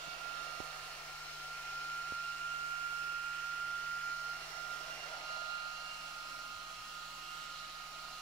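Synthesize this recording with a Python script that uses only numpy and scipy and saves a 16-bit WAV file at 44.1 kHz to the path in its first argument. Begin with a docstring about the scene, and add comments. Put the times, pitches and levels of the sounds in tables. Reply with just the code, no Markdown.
"""A small, fast nine-bladed fan cools an amplifier on a workbench, heard from a phone's two microphones.
The phone moves from a shelf down to the open case. The fan sings its shaft orders (multiples of its
turning rate) over rushing air; standing waves swell and cancel the tones as the phone crosses them.
A slow machine hums underneath with a thin whistle, a finger bumps the right microphone port,
and a few soft thumps pass."""
import sys
import numpy as np
from scipy import signal
from scipy.io import wavfile
from scipy.ndimage import uniform_filter1d

SR = 44100
rng = np.random.default_rng(int(sys.argv[2]) if len(sys.argv) > 2 else 0)


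def master(y):
    """Save y as 16-bit WAV."""
    cut = np.clip(np.atleast_2d(y).T, -1, 1)
    pcm = np.round(cut * 32767)  # scale
    wavfile.write(sys.argv[1], SR, pcm.astype(np.int16))


N = 362138
T = np.arange(N) / SR


def gain_of(db):
    """Decibels to gain."""
    return 10 ** (np.asarray(db) / 20)


def unit_rms(x):
    """Scales to rms 1."""
    return x / np.sqrt(np.mean(abs(x) ** 2) + 1e-20)


def spectrum_at(points, hz):
    """Reads a spectrum on a log-frequency axis."""
    f, value = np.transpose(points)
    return np.interp(np.log(hz + 1), np.log(f + 1), value)


def columns(rows, t):
    """Every column of a curve table at the times t."""
    times, *values = np.transpose(rows)
    return np.array([np.interp(t, times, v) for v in values])


def wobble(width_hz):
    """Complex noise low-passed to the given width, rms about 1."""
    coarse, pole = T[::20], np.exp(-2 * np.pi * width_hz * 20 / SR)
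    noise = rng.standard_normal(len(coarse)) + 1j * rng.standard_normal(len(coarse))
    return np.interp(T, coarse, unit_rms(signal.lfilter([1], [1, -2 * pole, pole * pole], noise)))


def resonance(hz, centre_hz, width_hz):
    """Power of a resonance, 1 at its centre."""
    return 1 / (1 + (2 * (hz - centre_hz) / width_hz) ** 2)


def shaft_order(cycles, level_db, lead, rough, width_hz):
    """One fan tone at both microphones; eddies hitting the blades shake its size and phase."""
    shaken = (1 + rough * wobble(width_hz)) * np.exp(2j * np.pi * (cycles + rng.random()))
    return np.sqrt(2) * gain_of(level_db) * np.array([(shaken * np.exp(1j * lead)).real, shaken.real])


# Microphone position: (time [s], place [0 shelf, 1 case], hollow roar [dB], bass and treble swell [dB])
PHONE_PATH = [(0, 0.63, 9, -0.5), (.4, 0.54, 7.5, -1), (.9, 0.5, 7.5, 1.5), (1.2, 0.4, 1, 0.5),
              (1.5, 0.4, 3, -1), (1.9, 0.37, -1.5, -2), (2.6, 0.37, -2.5, -2), (3.8, 0.36, -4, -1.5),
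              (4.3, 0.37, -1, -1), (4.8, 0.57, 7.5, 2), (5.1, 0.68, 11.5, 0), (5.4, .9, 9, -4),
              (5.6, 0.9, 5, -3), (5.8, 0.93, 6, -2.5), (6.1, 0.93, 2, 1), (6.6, 0.92, 2, -0.5),
              (7.2, 0.85, -5, 1), (7.7, 0.86, -1, -0.5), (8.2, 0.85, 1, 1)]
def phone_at(t):
    """The phone's place, and how that spot colours the air, at the times t."""
    return columns(PHONE_PATH, t)


# Fan shaft: (time [s], speed [turns/s])
SHAFT_SPEED = [(0, 155.2), (.35, 154.4), (.7, 154.1), (1.7, 154.3), (2.2, 154.4), (2.7, 155), (4.2, 155.1),
               (5.2, 155.45), (6.5, 155.45), (8.2, 155.6)]
def shaft_hz(t):
    """The fan's slightly drifting turning rate."""
    return columns(SHAFT_SPEED, t)[0]


# Blade-pass tone, its octave and the motor tone at the moving microphones:
# (time [s], left level [dB], right level [dB], left phase lead [rad])
BLADE_PASS = [(0, -56, -48, -2.5), (.07, -53, -45, -1.5), (.15, -55, -41.5, -1.5), (.19, -60, -58, -4),
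              (.22, -60, -41, 1), (.38, -62, -42, -1.5), (.48, -55, -41, -1.3), (.62, -59, -47, -0.8),
              (.78, -53, -49, -2), (.93, -52, -54, -1), (1, -52, -68, -4), (1.08, -50, -55, -5.5),
              (1.3, -47.5, -55, -6.5), (1.5, -47, -47.5, -6), (1.9, -43.5, -42.5, -5.5),
              (2.1, -44.5, -41, -6.5), (2.3, -44.5, -40, -6), (2.37, -51, -44, -6.5),
              (2.45, -42, -37.5, -5), (2.55, -45.5, -38.5, -8), (4.12, -44.5, -39, -5.5),
              (4.32, -46.5, -40.5, -7), (4.41, -53, -50, -5), (4.48, -55, -56, -8.5),
              (4.58, -63, -40, -7.5), (4.64, -59, -41.5, -6), (4.73, -47, -38.5, -5.5),
              (4.78, -61, -43, -5.5), (4.86, -61, -49, -10.5), (4.91, -48, -44, -2.5),
              (4.96, -57, -48, -6.5), (5, -59, -67, -5), (5.04, -58, -43, -1.5), (5.09, -60, -55, -2.5),
              (5.14, -47, -41, -5.5), (5.2, -59, -51, -3), (5.3, -50, -42, -8.5), (5.4, -55, -39.5, -8),
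              (5.64, -52.5, -41.5, -8), (5.9, -55.5, -48, -8), (6.6, -59, -48.5, -7.5),
              (6.72, -65, -52, -10), (6.82, -58, -65, -3.5), (6.96, -59, -48.5, -5), (7.08, -61, -48, -5.5),
              (7.14, -63, -55, -4.5), (7.38, -67, -48, -2.5), (7.52, -53, -49, -6.5), (7.57, -60, -59, -2),
              (7.64, -60, -46, -9), (7.7, -59, -59, -8), (7.8, -60, -50, -8.5), (7.92, -64, -56, -11),
              (8, -66, -50, -7.5), (8.2, -69, -69, -5)]
BLADE_OCTAVE = [(0, -70, -53, 0), (.15, -70, -57, 1), (.3, -70, -58, 0.5), (.4, -66, -54.5, 2),
                (.65, -66, -61, .5), (1, -65, -63, 0), (1.8, -67, -63, 8), (2.3, -60, -58.5, 7.5),
                (3.2, -67, -56.5, 7), (3.6, -65, -58.5, 6.5), (4.22, -66.5, -69, 7.5),
                (4.44, -61, -51, 4.5), (4.55, -70, -62, 9), (4.65, -68, -53, 6), (4.77, -72, -67, 6),
                (5, -55, -47, 8), (5.08, -68, -54, 6.5), (5.15, -57, -64, 4), (5.27, -63, -54, 5),
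                (5.6, -68, -54, 3.5), (5.78, -68, -53.5, 4), (5.92, -66, -48, 2), (6.1, -65, -56, 4),
                (6.3, -63, -59, 3), (7.2, -63, -63, 5), (7.32, -61, -55, 8), (7.72, -65, -72, 6.5),
                (8.2, -60, -61, 12)]
MOTOR_TONE = [(0, -59, -70, 2.9), (.4, -54, -49, 1.9), (.65, -59, -51.5, 1.3), (1.1, -59, -70, 1.4),
              (1.4, -69, -64, 1.7), (2.1, -58.5, -55.5, 2.7), (4.2, -58, -53.5, 2.4), (4.4, -63, -54, 2.3),
              (4.6, -56, -61, .6), (4.8, -58, -52, 1.3), (5.05, -67, -63, 5.3), (5.3, -52, -50.5, 5.7),
              (6, -52, -55, 6.3), (6.5, -53.5, -53, 5.8), (8.2, -55.5, -50, 6.2)]
def main_tones(turns, place):
    """Blades and motor through standing waves; over the case the blade tones flutter more."""
    out = np.zeros((2, N))
    octave_rough = .36 * (1 + .4 * place)  # breathier over the case
    for order, rows, rough, width_hz, flutter_db in (
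            (9, BLADE_PASS, .13, 32, 1.3),
            (18, BLADE_OCTAVE, octave_rough, 90, 1.3),
            (8, MOTOR_TONE, .08, 8, 0)):
        *level_db, lead = columns(rows, T)
        level_db = level_db + flutter_db * (.5 + place) * wobble(width_hz=8.5).real
        out += shaft_order(order * turns, level_db, lead, rough, width_hz)
    return out


# Third and fourth multiples of the blade rate:
# (time [s], third left [dB], third right [dB], fourth left [dB], fourth right [dB])
UPPER_OVERTONES = [(0, -72, -80, -74, -74), (.5, -60, -71, -73, -65), (.75, -65, -67, -77, -72),
                   (1, -67, -69, -78, -69), (1.3, -69, -62, -80, -66), (1.5, -68, -72, -82, -73),
                   (1.8, -78, -63, -69, -66), (2.3, -76, -62, -76, -69), (2.7, -69, -76, -78, -81),
                   (3.1, -71, -72, -83, -80), (3.5, -68, -68.5, -79.5, -68.5), (3.9, -66, -72, -78, -76),
                   (4.15, -70, -62, -77, -69), (4.5, -74, -66.5, -81, -62), (5, -65, -71, -83, -65),
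                   (5.3, -73, -64, -82, -66), (5.5, -70, -62, -82, -67), (6, -72, -69, -74, -79),
                   (6.7, -73, -68, -84, -71), (7.2, -73, -67, -76, -78), (7.65, -74, -66.5, -83, -75),
                   (7.9, -76, -69, -83, -83), (8.2, -72, -66.5, -78, -71)]
def upper_overtones(turns, place):
    """High blade overtones, rougher as the phone nears the case."""
    levels_db = columns(UPPER_OVERTONES, T).reshape(2, 2, N)
    return sum(shaft_order(order * turns, db, lead=.81, rough=.03 * order * (.5 + place), width_hz=150)
               for order, db in zip((27, 36), levels_db))


# Weak fan tones: (order, shelf left [dB], shelf right [dB], case left [dB], case right [dB],
# roughness, left phase lead [rad], shake width [Hz])
WEAK_ORDERS = [(1, -66, -64, -71, -75.5, 0.099, 0.27, 5.5), (2, -78, -80, -98, -95, .4, 0.46, 16),
               (24, -95, -93, -82, -80, .3, .5, 16), (7, -76, -83, -85, -74, 0.33, 0.54, 10),
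               (12, -81, -63, -91, -68, 0.43, 0.71, 12), (45, -73, -73, -78, -79, 0.71, 1.4, 150)]
# Faint fan tones, equally loud by shelf and case: (order, left level [dB], right level [dB])
FAINT_ORDERS = [(4, -82, -78), (14, -80, -74), (20, -81, -74), (29, -82, -72)]
def quiet_orders(turns, place):
    """The lesser multiples of the shaft rate, behind the main tones."""
    out = np.zeros((2, N))
    for order, *ports_db, rough, lead, width_hz in WEAK_ORDERS:
        shelf_db, case_db = np.reshape(ports_db, (2, 2, 1))
        level_db = (1 - place) * shelf_db + place * case_db
        out += shaft_order(order * turns, level_db, lead, rough, width_hz)
    for order, *ports_db in FAINT_ORDERS:
        out += shaft_order(order * turns, np.array(ports_db)[:, None], lead=.48, rough=.59, width_hz=16)
    return out


# Hiss bands, relative to the air: (blade-rate multiple, width [Hz], by the shelf [dB], over the case [dB])
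HISS_BANDS = [(0.998, 87, 10.5, 12), (.96, 156, 5.5, 7.5), (2.04, 440, -1.5, 2.5), (2.17, 220, -11, 1),
              (3.0, 565, 0, 8), (3.8, 900, -7, 2), (5, 300, -3, 0)]
def blade_turbulence(hz, t, place):
    """Noise power that turbulence spreads around multiples of the blade rate."""
    usual_db = -63  # of the upper overtones on the right; the hiss around them swells as they do
    _, third_db, _, fourth_db = columns(UPPER_OVERTONES, t) - usual_db
    swell_db = {3: .92 * third_db, 4: .92 * fourth_db}
    blade_hz = 9 * shaft_hz(t)
    power = 0
    for multiple, width_hz, shelf_db, case_db in HISS_BANDS:
        level_db = (1 - place) * shelf_db + place * case_db + swell_db.get(round(multiple), 0)
        power += gain_of(level_db) ** 2 * resonance(hz, multiple * blade_hz, width_hz) ** 2
    return power


# Resonances of the hollow roar, among them the amplifier chassis ringing near 650 Hz: (frequency [Hz], width
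# [Hz], relative level [dB])
HOLLOW_MODES = [(569, 85, 2), (651, 76, 4), (755, 46, 0.5), (1060, 1500, -8)]
def hollow_roar(hz, hollow_db):
    """Power that the hollow roar, with the chassis ringing, adds to the air."""
    return sum(gain_of(hollow_db + db) ** 2 * resonance(hz, f, width) for f, width, db in HOLLOW_MODES)


# Air at each microphone, by the shelf and over the case: (frequency [Hz], base density [dB per Hz])
AIR_SHELF_LEFT = [(40, -87), (100, -89), (240, -107), (310, -93), (450, -95), (590, -101), (680, -92.5),
                  (950, -96), (1600, -85), (2200, -92.5), (3500, -93.5), (6800, -94), (10000, -100),
                  (15500, -102)]
AIR_SHELF_RIGHT = [(40, -99), (100, -100), (230, -108), (320, -92.5), (450, -88.5), (590, -99.5),
                   (680, -87), (950, -88.5), (1750, -84), (2300, -80), (3700, -90), (5200, -86),
                   (6300, -92), (7800, -105), (10500, -102), (14000, -118), (15500, -112)]
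AIR_CASE_LEFT = [(40, -101), (110, -99), (250, -93), (360, -96.5), (480, -100.5), (680, -97), (950, -89.5),
                 (1700, -96), (2200, -94), (3500, -94), (6800, -92), (10000, -101), (15500, -103)]
AIR_CASE_RIGHT = [(40, -103), (110, -102), (250, -93.5), (360, -97.5), (480, -99), (660, -88.5),
                  (800, -90.5), (1050, -89), (1750, -89), (2300, -86), (3700, -85.5), (5600, -88.5),
                  (6300, -95.5), (7800, -108), (10500, -100), (12500, -106), (14000, -121), (15500, -112)]
# Likeness of the air at the two microphones: (frequency [Hz], coherence [0-1])
AIR_COHERENCE = [(60, .8), (290, .85), (500, .75), (690, .85), (1400, .7), (1900, .35), (3100, .33),
                 (5000, .25), (7500, .02)]
def rushing_air():
    """The fan's airflow: random short-time spectra, coloured by where the phone is."""
    frames, hz = N // 512 + 5, np.fft.rfftfreq(2048, 1 / SR)[:, None]
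    t = np.arange(frames) * 512 / SR
    place, hollow_db, swell_db = phone_at(t)
    left_re, left_im, apart_re, apart_im, patches, *comb = rng.standard_normal((frames, 1025, 7)).T

    left, apart = left_re + 1j * left_im, apart_re + 1j * apart_im
    right_lag_s = .00013 * (1 - place)  # by the shelf the left microphone hears first
    coherence = spectrum_at(AIR_COHERENCE, hz) * np.exp(-2j * np.pi * hz * right_lag_s)
    right = coherence * left + np.sqrt(1 - abs(coherence) ** 2) * apart

    shelf_db = np.array([spectrum_at(AIR_SHELF_LEFT, hz), spectrum_at(AIR_SHELF_RIGHT, hz)])
    case_db = np.array([spectrum_at(AIR_CASE_LEFT, hz), spectrum_at(AIR_CASE_RIGHT, hz)])
    level_db = (1 - place) * (shelf_db + 1) + place * (case_db - 1)
    treble, bass = 1 / (1 + (7000 / (hz + 1)) ** 4), 1 / (1 + (hz / 450) ** 6)
    level_db += (.58 * treble + .46 * bass) * swell_db
    level_db -= .21 * bass * np.maximum(hollow_db, 0)  # the bass thins as the hollow roars

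    # the treble flickers, and patches of the spectrum swell and fade
    flicker = unit_rms(uniform_filter1d(rng.standard_normal(frames), size=4))
    level_db += .5 * flicker / (1 + (5000 / (hz + 1)) ** 4)
    patches = uniform_filter1d(patches, size=40, axis=0)
    level_db += .79 * unit_rms(uniform_filter1d(patches, size=16, axis=1))
    # reflections from bench and walls comb each side; the comb drifts as the phone moves
    comb = uniform_filter1d(np.array(comb), size=4, axis=1)
    comb = unit_rms(uniform_filter1d(comb, size=90, axis=2))
    level_db += 2.54 * comb * (1 - .48 * treble) * hz / (hz + 400)

    power = 1 + blade_turbulence(hz, t, place) + hollow_roar(hz, hollow_db)
    spectra = np.array([left, right]) * gain_of(level_db) * np.sqrt(power)
    white_rms = signal.istft(left, nperseg=2048, noverlap=1536)[1].std()
    air = signal.istft(spectra, nperseg=2048, noverlap=1536)[1][:, :N]
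    return air / white_rms * np.sqrt(SR / 2)


def whistle(place, hollow_db, pitch_hz=750):
    """A thin wavering tone, lifted by the hollow under the shelf and fainter over the case."""
    tone = unit_rms(1 + .6 * wobble(width_hz=2.8)) * np.exp(2j * np.pi * pitch_hz * T)
    level_db = -71.5 + .6 * hollow_db - 6 * place
    return np.sqrt(2) * gain_of(level_db) * tone.real * gain_of([[-2.5], [2.5]])


# Machine hum by the shelf: (frequency [Hz], left level [dB], right level [dB], drop over the case [dB])
HUM_TONES = [(20.46, -67, -68.5, .3), (40.92, -72.5, -74.5, 1), (99.98, -81.5, -80.5, 6)]
def machine_hum(place):
    """Steady low tones of a slow machine, in phase at both microphones."""
    out = np.zeros((2, N))
    for hz, left_db, right_db, drop_db in HUM_TONES:
        level_db = np.array([[left_db], [right_db]]) - drop_db * place
        out += gain_of(level_db) * np.sin(2 * np.pi * (hz * T + rng.random()))
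    return np.sqrt(2) * out


# Finger right on the port: (time [s], push level [dB], sign, width [ms], rebound re push [dB])
FINGER_BUMPS = [(.0745, -47, 1, .5, -14), (.0805, -46, 1, .6, -8), (.0832, -46, -1, .5, -12),
                (.6033, -26.5, -1, .29, -7), (.6063, -38, -1, .3, -3), (2.123, -31, -1, .29, -6)]
def finger_bumps():
    """A short pressure push in the right port, then the diaphragm swings back and settles."""
    out, lead_in_s = np.zeros(N), .01
    ms = (T[:2200] - lead_in_s) * 1000
    for time_s, db, sign, width_ms, rebound_db in FINGER_BUMPS:
        push = np.exp(-.5 * (ms / width_ms) ** 2)
        after_ms = np.maximum(ms - width_ms, 0)
        swing = 1.6 * np.exp(-after_ms / .6)
        settle = .4 * np.exp(-after_ms / 7) * np.cos(2 * np.pi * after_ms / 24)
        rebound = (1 - np.exp(-after_ms / .25)) * (swing + settle)
        start = round((time_s - lead_in_s) * SR)
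        out[start:start + len(ms)] += sign * gain_of(db) * (push - gain_of(rebound_db) * rebound)
    return out * gain_of([[-28], [0]])


# Thumps, alike at both microphones: (time [s], envelope peak [dB], pitch [Hz], width [ms])
SOFT_THUMPS = [(.82, -68, 100, 18), (2.125, -62, 85, 12), (6.565, -62, 88, 13), (6.8, -66, 100, 18)]
def soft_thumps():
    """Each thump is a few low cycles under a bell-shaped envelope."""
    out = np.zeros(N)
    for time_s, db, hz, width_ms in SOFT_THUMPS:
        envelope = np.exp(-.5 * ((T - time_s) * 1000 / width_ms) ** 2)
        out += gain_of(db) * envelope * np.sin(2 * np.pi * hz * (T - time_s))
    return out


def scene():
    """The workbench in stereo, from the moving phone."""
    place, hollow_db, _ = phone_at(T)
    turns = np.cumsum(shaft_hz(T)) / SR
    fan = main_tones(turns, place) + upper_overtones(turns, place) + quiet_orders(turns, place)
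    background = rushing_air() + whistle(place, hollow_db) + machine_hum(place)
    return fan + background + finger_bumps() + soft_thumps()


def record(dry):
    """The phone's band limit cuts off the highest treble."""
    edge_hz = 15780
    lowpass = signal.firwin(1023, edge_hz, window=("kaiser", 9), fs=SR)
    return signal.oaconvolve(dry, lowpass[None], "same")


dry = scene()
out = record(dry)
master(out)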